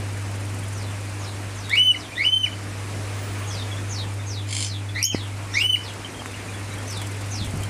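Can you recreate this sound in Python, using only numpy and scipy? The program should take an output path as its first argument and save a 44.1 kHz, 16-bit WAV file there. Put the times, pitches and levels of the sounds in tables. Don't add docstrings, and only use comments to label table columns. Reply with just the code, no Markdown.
import sys
import numpy as np
from scipy import signal
from scipy.fft import rfft, irfft, next_fast_len
from scipy.io import wavfile
from scipy.ndimage import uniform_filter1d, map_coordinates

SR = 44100
rng = np.random.default_rng(int(sys.argv[2]) if len(sys.argv) > 2 else 0)


def transcribe(signal):
    frames = np.atleast_2d(signal).T
    limited = np.clip(frames, -1, 1)
    pcm = np.round(limited * 32767).astype(np.int16)
    wavfile.write(sys.argv[1], SR, pcm)


def ratio_of_db(decibels):
    return 10 ** (np.asarray(decibels, float) / 20)


N = 339129
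T = np.arange(N) / SR


def unit(x):
    return x / np.sqrt(np.mean(x ** 2) + 1e-20)


def along(points, hz):
    f, v = np.transpose(points)
    return np.interp(np.log(hz + 1), np.log(f + 1), v)


def curves(rows):
    s, *cols = np.transpose(rows)
    return [np.interp(T, s, c) for c in cols] + [(T > s[0]) & (T < s[-1])]


def wobble(rate):
    return map_coordinates(rng.standard_normal(int(N * rate / SR) + 4), [T * rate])


def filtered(x, response):
    m = next_fast_len(N + SR // 2)
    return irfft(rfft(x, m) * response(np.fft.rfftfreq(m, 1 / SR)), m)[:N]


def turns(hz):
    return 2 * np.pi * np.cumsum(hz) / SR


def echoes(x, t60, gap):
    t = np.arange(SR // 2) / SR
    tail = rng.standard_normal(len(t)) * ratio_of_db(-60 * t / t60) * (t > gap)
    return signal.fftconvolve(x, tail / np.linalg.norm(tail))[:N]


def mains_hum():
    # pitch in Hz, level in dB; the first is the beating pair.
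    hum_lines = [(100.4, 1), (200.8, -34), (258, -19), (301.2, -17)]
    second_share, first_null_s, beat_s = 0.92, 2.085, 4.08
    squeeze = 0.51
    (hz, db), *others = hum_lines
    phase = turns(hz + 0.16 * wobble(1.72))
    beat = 1 - second_share * np.exp(-2j * np.pi * (T - first_null_s) / beat_s)
    pair = np.imag(np.exp(1j * phase) * beat * np.abs(beat) ** (squeeze - 1))
    hum = np.sqrt(2) * ratio_of_db(db - 33 + 0.17 * wobble(14)) * pair
    for hz, db in others:
        hum += ratio_of_db(db - 31 + 2.85 * wobble(15)) * np.sin(turns(hz + 3 * wobble(11)))
    return hum


def fan():
    # frequency in Hz, level in dB per Hz.
    rush = [(15, -57), (32, -4), (48, 1), (150, 0.5), (260, -0.5), (480, -3), (1100, -6.5), (1500, -7.5),
            (2400, -7.5), (3300, -14.5), (6500, -16.5), (9500, -17), (12000, -28.5), (16000, -41.5)]
    # time in seconds, level in dB.
    ticking = [(0, -53.5), (.7, -50.5), (1.3, -56.5), (2, -59), (4, -65.5), (6.4, -57), (6.9, -50.5),
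               (7.3, -50), (7.69, -49)]
    # frequency in Hz, level in dB.
    tick_colour = [(3000, -30), (6000, -8), (8500, 0), (10500, -6), (12500, -17), (15500, -21)]
    z = signal.stft(rng.standard_normal(N), nperseg=512)[2]
    patches = uniform_filter1d(rng.standard_normal(z.shape), size=8, axis=0)
    patches = uniform_filter1d(patches, size=8, axis=1)
    air = signal.istft(z * ratio_of_db(1.2 * unit(patches)), nperseg=512)[1][:N]
    air = unit(filtered(air, lambda f: ratio_of_db(along(rush, f))))
    air = ratio_of_db(-37 + 1.06 * wobble(1.3)) * air
    turn = turns(21.2 + .5 * wobble(2.3)) + 0.78
    rub = np.exp(2 * (np.cos(turn) - 1)) * ratio_of_db(2.5 * wobble(21))
    tick = unit(rub * filtered(rng.standard_normal(N), lambda f: ratio_of_db(along(tick_colour, f))))
    return air + ratio_of_db(curves(ticking)[0]) * tick


def knocks():
    # start in seconds, peak in dB, dull part in dB relative to the peak.
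    clicks = [(0.176, -33, -3), (1.695, -23, -13), (1.7554, -27, 3), (4.139, -33, -13.5),
              (5.9364, -30.5, -13), (6.2588, -29, 0), (6.8987, -30.5, 2), (6.907, -26, -11),
              (7.0166, -24.5, 4), (7.0697, -27, -3), (7.446, -26, -12), (7.5717, -27, -11),
              (7.621, -30, -10), (7.634, -23, -10)]
    # start in seconds, level in dB, pitch in Hz.
    bumps = [
        (5.147, -7.5, 290),
        (6.2206, -19, 1000),
        (6.259, -9.5, 1900),
        (7.414, -21, 95),
        (7.471, -21, 68.2),
        (7.539, -16, 117),
        (7.605, -21, 69.4),
    ]
    # frequency in Hz, level in dB.
    wire_colour = [(500, -40), (4000, -13), (8500, -5.5), (11000, -11.5), (16000, -23)]
    perch_colour = [(250, -22), (800, -9.5), (2200, -3.5), (3800, -17), (7000, -31), (16000, -63)]
    wire, perch, swings = np.zeros((3, N + SR))
    t = np.arange(SR // 20) / SR
    for s, db, low_db in clicks:
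        noise = rng.standard_normal((2, len(t))) * ratio_of_db(-60 * t / 0.038)
        wire[round(s * SR):][:len(t)] += ratio_of_db(db + 4.0) * noise[0]
        perch[round(s * SR):][:len(t)] += ratio_of_db(db + low_db + 7.0) * noise[1]
    for s, db, hz in bumps:
        swing = np.sin(2 * np.pi * hz * t) * np.exp(-t * hz * 3.55) * (1 - np.exp(-t / 0.00007))
        puff = 0.12 * ratio_of_db(-60 * t / 0.036) * (1 - np.exp(-t / 8e-4)) * rng.standard_normal(len(t))
        swings[round(s * SR):][:len(t)] += ratio_of_db(db + 7.0) * swing
        pull = np.exp(-((t * hz - .45) / 0.41) ** 2)
        swings[round((s - .6 / hz) * SR):][:len(t)] -= ratio_of_db(db - 13.0) * pull
        perch[round(s * SR):][:len(t)] += ratio_of_db(db) * puff
    dull = filtered(perch[:N], lambda f: ratio_of_db(along(perch_colour, f)))
    low = filtered(swings[:N], lambda f: 1j * f / (45 + 1j * f) / (1 + 1j * f / 2600) ** 2)
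    return low + dull + filtered(wire[:N], lambda f: ratio_of_db(along(wire_colour, f)))


def far_birds():
    # start in seconds, length in seconds, top pitch in Hz, level in dB.
    far_calls = [(0.736, 0.17, 6680, -46), (1.187, 0.13, 7190, -45), (1.555, 0.13, 7040, -45.5),
                 (1.968, .1, 6300, -45), (3.475, 0.16, 6860, -38.5), (3.899, 0.13, 7020, -36),
                 (4.27, 0.14, 6760, -39), (4.627, .15, 6860, -38), (5.089, .16, 6580, -38.5),
                 (5.523, 0.12, 6170, -38), (5.835, 0.09, 5300, -41), (6.875, 0.16, 6290, -39),
                 (7.313, 0.14, 6600, -37)]
    # share of its length, share of its top pitch, level change in dB.
    sweep_shape = [(-.1, .86, -10), (0, 1, 0), (.22, .84, 4), (.5, .65, 0), (.75, .53, 3), (.92, .5, -3),
                   (1.15, .4, -14), (1.4, .33, -11), (1.65, .3, -17)]
    # start in seconds, peak in dB, pitch in Hz, length in seconds.
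    peeps = [(0.623, -38, 2260, 0.02), (3.506, -27.5, 3280, 0.02), (3.5443, -36, 3290, 0.02),
             (3.713, -26.5, 3420, 0.022), (3.766, -33, 3470, 0.03), (4.197, -32, 3630, 0.015),
             (4.887, -30.5, 3490, 0.02), (6.045, -20.5, 3010, 0.0093), (6.143, -32, 3260, 0.018),
             (6.1918, -29, 3110, 0.024), (6.34, -27, 2905, 0.015), (6.483, -28, 2400, 0.015),
             (6.717, -30.5, 3840, 0.011), (6.781, -32, 3330, 0.016), (7.628, -29.5, 3110, 0.02),
             (0.628, -36, 3200, 0.026), (2.118, -29, 2380, 0.044), (6.265, -39, 3650, 0.05),
             (6.4, -38, 2110, .03), (6.535, -36, 3400, 0.044), (6.61, -32, 2150, 0.027),
             (6.734, -32, 2300, 0.019), (7.095, -36, 2080, .04)]
    # time in seconds, pitch in Hz, level in dB.
    squeal = [(3.09, 15014, -78), (3.102, 14968, -67), (3.248, 15027, -57), (3.36, 14752, -66),
              (3.378, 14782, -59), (3.49, 14678, -74), (3.5, 14340, -95)]
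    out = np.zeros(N)
    for s, length, top_hz, db in far_calls:
        rows = [(s + u * length, share * top_hz, db + d) for u, share, d in sweep_shape]
        hz, level_db, gate = curves(rows)
        phase = turns(hz * (1 + 0.034 * wobble(350)))
        x = gate * ratio_of_db(level_db + 1.64 * wobble(200)) * np.sin(phase)
        out += .3 * x + 1.2 * echoes(x, t60=.18, gap=.001)
    for s, db, hz, length in peeps:
        peak = s + .003
        slope_s = np.where(T < peak, .012, 3 * length)
        level_db = db - 60 * np.abs(T - peak) / slope_s
        x = ratio_of_db(level_db) * np.sin(turns(hz * (1 + 0.025 * wobble(300))))
        out += 0.54 * x + .5 * echoes(x, t60=0.091, gap=0.0045)
    hz, db, gate = curves(squeal)
    return out + gate * ratio_of_db(db + 4 + 4 * wobble(60)) * np.sin(turns(hz * (1 + .004 * wobble(200))))


def whistle_shape(s, rise, hold, fall, top_hz, first_hz, leap, glide_db, held_db, over_db, fall_db):
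    arch = [(0, 0.95), (.2, 0.97), (.45, 0.99), (.75, .987), (1, .962)]
    # frequency in Hz, level in dB.
    windpipe = [(1720, -24), (2000, -7.5), (2160, -1.5), (2460, -10), (2800, -15)]
    knee_hz, last_hz, release_s = 2468, 1950, 0.0038
    on = s + rise + leap
    off = on + hold
    end = off + fall
    rows = [(s, first_hz, 0), (s + rise, knee_hz, 0)]
    rows += [(on + u * hold, share * top_hz, 1) for u, share in arch]
    rows += [(off + fall / 2, knee_hz, 0), (end, last_hz, 0), (end + release_s, last_hz, 0)]
    hz, full, gate = curves(rows)
    late = T > off
    dying_db = -30 * np.maximum(T - end, 0) / release_s
    db = full * held_db + (1 - full) * (glide_db + along(windpipe, hz) + fall_db * late)
    gliding_db = over_db + 9 * np.exp(-np.abs(T - s) / 0.016) - 8 * late
    overtone_db = full * (held_db - 34.5) + (1 - full) * gliding_db
    return hz, db + dying_db, overtone_db + dying_db, gate


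def whistles():
    # start, rise, hold and fall in seconds, top pitch in Hz.
    calls = [
        (1.695, .062, 0.14, 0.038, 3065),
        (2.155, .08, .195, 0.026, 3116),
        (4.946, .062, .08, .04, 3152),
        (5.539, .052, .124, .012, 3060),
    ]
    # first pitch in Hz, leap in seconds, then glide, held note and glide overtones in dB.
    voices = [(1700, .02, -20, -14, -39), (1710, 0.018, -22, -16, -41), (1872, .028, -27, -33, -41),
              (1806, 0.036, -18, -15, -33)]
    # level of the drop against the rise, in dB.
    falls_db = [-7, 0, -2, -6]
    wets = [0, 0, .8, .1]
    # lift of the higher overtones, in dB.
    brights_db = [4.1, 2.5, 8, 12.5]
    # multiple of the pitch, level in dB.
    overtones = [(1.5, -21), (2, -1), (3, 0.5), (4, -14), (5, -11)]
    # time in seconds, depth in dB, width in milliseconds.
    fades = [(1.7925, 6, 2.2), (1.8235, 9, 1.8), (1.846, 9.5, 15), (1.931, 21, 8.5), (2.26, 14, 3),
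             (2.283, 30, 1.8), (2.3106, 13, 14), (2.355, 9, 8.1), (2.3901, 25, 5.9), (2.4024, 28, 20),
             (2.425, 9, 10), (5.0558, 20, 12), (5.632, 25, 4.8), (5.6463, 8, 8), (5.675, 14, 11),
             (5.6887, 29, 5.6), (5.7192, 14.5, 12), (5.7388, 27, 1.7)]
    fade_db = sum(db * np.exp(-((T - s) / (ms * 0.00094)) ** 2) for s, db, ms in fades)
    out = np.zeros(N)
    for call, voice, fall_db, wet, bright_db in zip(calls, voices, falls_db, wets, brights_db):
        hz, db, over_db, gate = whistle_shape(*call, *voice, fall_db)
        held = np.clip((hz - 2600) / 300, 0, 1) * gate * (1 - wet)
        shake = .002 * wobble(150) + (.014 + .03 * wet) * (1 - held) * wobble(400)
        phase = turns(hz * (1 + shake))
        flutter_db = 4 * (1 - held) * wobble(160)
        tone = gate * np.sqrt(2) * ratio_of_db(db + flutter_db) * np.sin(phase)
        opening_db = bright_db - 5 - 17 * (1 - held)
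        over = np.zeros(N)
        for k, level in overtones:
            over += ratio_of_db(level + 2.4 * wobble(60) + (k != 2) * opening_db) * np.sin(k * phase)
        over = gate * ratio_of_db(over_db + 7.0 - 0.14 * fade_db) * over
        late = T > sum(call[:3])
        glide = tone * (1 - held) * (1 - .6 * (1 - wet) * late)
        glide = ratio_of_db(-.5 + 2.5 * wet) * echoes(glide, t60=.2, gap=.003)
        tail = ratio_of_db(-8 + 4 * wobble(70)) * echoes(tone * held, t60=0.21, gap=0.005)
        tail = tail * (1 - 0.5 * uniform_filter1d(held, size=400))
        out += ratio_of_db(-fade_db) * (1 - 0.21 * wet) * tone + glide + tail
        out += (.4 + .6 * held) * (1 - .6 * wet) * over
        out += ratio_of_db(-3) * echoes(over, t60=.18, gap=.003)
    return out


def ducking(spared_db):
    # start in seconds, hold in seconds, depth in dB.
    drops = [
        (1.8, .125, 6),
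        (2.28, .15, 5.5),
        (5.03, .075, 12),
        (5.67, .09, 6),
    ]
    db = np.zeros(N)
    for s, hold, depth in drops:
        recovery = np.exp(-np.maximum(T - s - hold, 0) / 0.019)
        db += max(depth - spared_db, 0) * (T > s) * recovery
    return ratio_of_db(-uniform_filter1d(db, size=200))


def squawk():
    # time in seconds, pitch in Hz, level in dB.
    cry = [(4.47, 1017, -46), (4.495, 1022, -35.5), (4.515, 1052, -30.5), (4.57, 1060, -29.5),
           (4.64, 1043, -29), (4.67, 1007, -37), (4.688, 1040, -40)]
    # centre in Hz, width in Hz, level in dB.
    resonances = [(2260, 48, -4), (3290, 200, -1), (4170, 57, -7), (4500, 50, 2), (5130, 114, -9),
                  (6210, 48, -26), (7340, 240, -5.5), (8200, 55, -2.5), (9470, 140, -9), (10200, 23, -10)]
    hz, db, gate = curves(cry)
    cycles = np.floor(turns(hz * (1 + .02 * wobble(400))) / (2 * np.pi))
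    pulses = np.diff(cycles, prepend=0) * ratio_of_db(4 * rng.standard_normal(N))
    source = unit(pulses) + .9 * rng.standard_normal(N)
    burst_db = -12 * ((51 * (T - 4.507)) % 1)
    throb = uniform_filter1d(ratio_of_db(burst_db + 2 * wobble(200)), size=130)

    def throat(f):
        total = .1 * (f > 900) + .1 * (f > 1900)
        for k, (centre, width, level_db) in enumerate(resonances):
            damping = 1j * f * 3 * width
            total = total + (-1) ** k * ratio_of_db(level_db) * damping / (centre * centre - f * f + damping)
        return total / (1 + (f / 11000) ** 24)

    x = ratio_of_db(db) * unit(filtered(gate * throb * source, throat)) * np.sqrt(gate.mean())
    return x + ratio_of_db(-8) * echoes(x, t60=.15, gap=.004)


def shriek():
    # time in seconds, pitch in Hz, level in dB, octave level in dB.
    cry = [
        (5.0255, 5560, -58, -50),
        (5.0285, 5630, -12, -25),
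        (5.032, 5880, -28, -46),
        (5.038, 4700, -26, -37),
        (5.0433, 5590, -11.5, -26),
        (5.046, 6230, -31, -34),
        (5.054, 6610, -17.5, -34),
        (5.075, 6554, -34, -60),
        (5.16, 6450, -49, -72),
    ]
    hz, db, octave_db, gate = curves(cry)
    phase = turns(hz * (1 + 0.015 * wobble(500)))
    halfway = 1.4 * (T < 5.034) * np.sin(1.5 * phase)
    x = ratio_of_db(db) * np.sin(phase) + ratio_of_db(octave_db) * (np.sin(2 * phase) + halfway)
    x = gate * x * (1 + 0.04 * rng.standard_normal(N) * (T < 5.047))
    return np.sqrt(2) * x + ratio_of_db(-6.0) * echoes(x, t60=0.15, gap=0.0019)


def handling():
    # time in seconds, level in dB.
    rumble = [
        (7.35, -62),
        (7.42, -30),
        (7.5, -43),
        (7.545, -30),
        (7.6, -41),
        (7.69, -37),
    ]
    db, gate = curves(rumble)

    def housing(f):
        return (f / 45) ** 2 / (1 + (f / 45) ** 2) / (1 + (f / 230) ** 4)

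    body = filtered(rng.standard_normal(N), housing)
    return gate * ratio_of_db(db) * unit(body * ratio_of_db(3.4 * wobble(35)))


def scene():
    near = knocks() + whistles() + shriek() + handling()
    room = fan() + far_birds() + squawk()
    return (near + ducking(6) * mains_hum() + ducking(0) * room)[None]


def low_pass(x):
    return signal.sosfilt(signal.butter(12, 16490, fs=SR, output="sos"), x)


def record(dry):
    mix = filtered(dry[0], lambda f: f < 15500)[None]
    return low_pass(mix)


dry = scene()
out = record(dry)
transcribe(out)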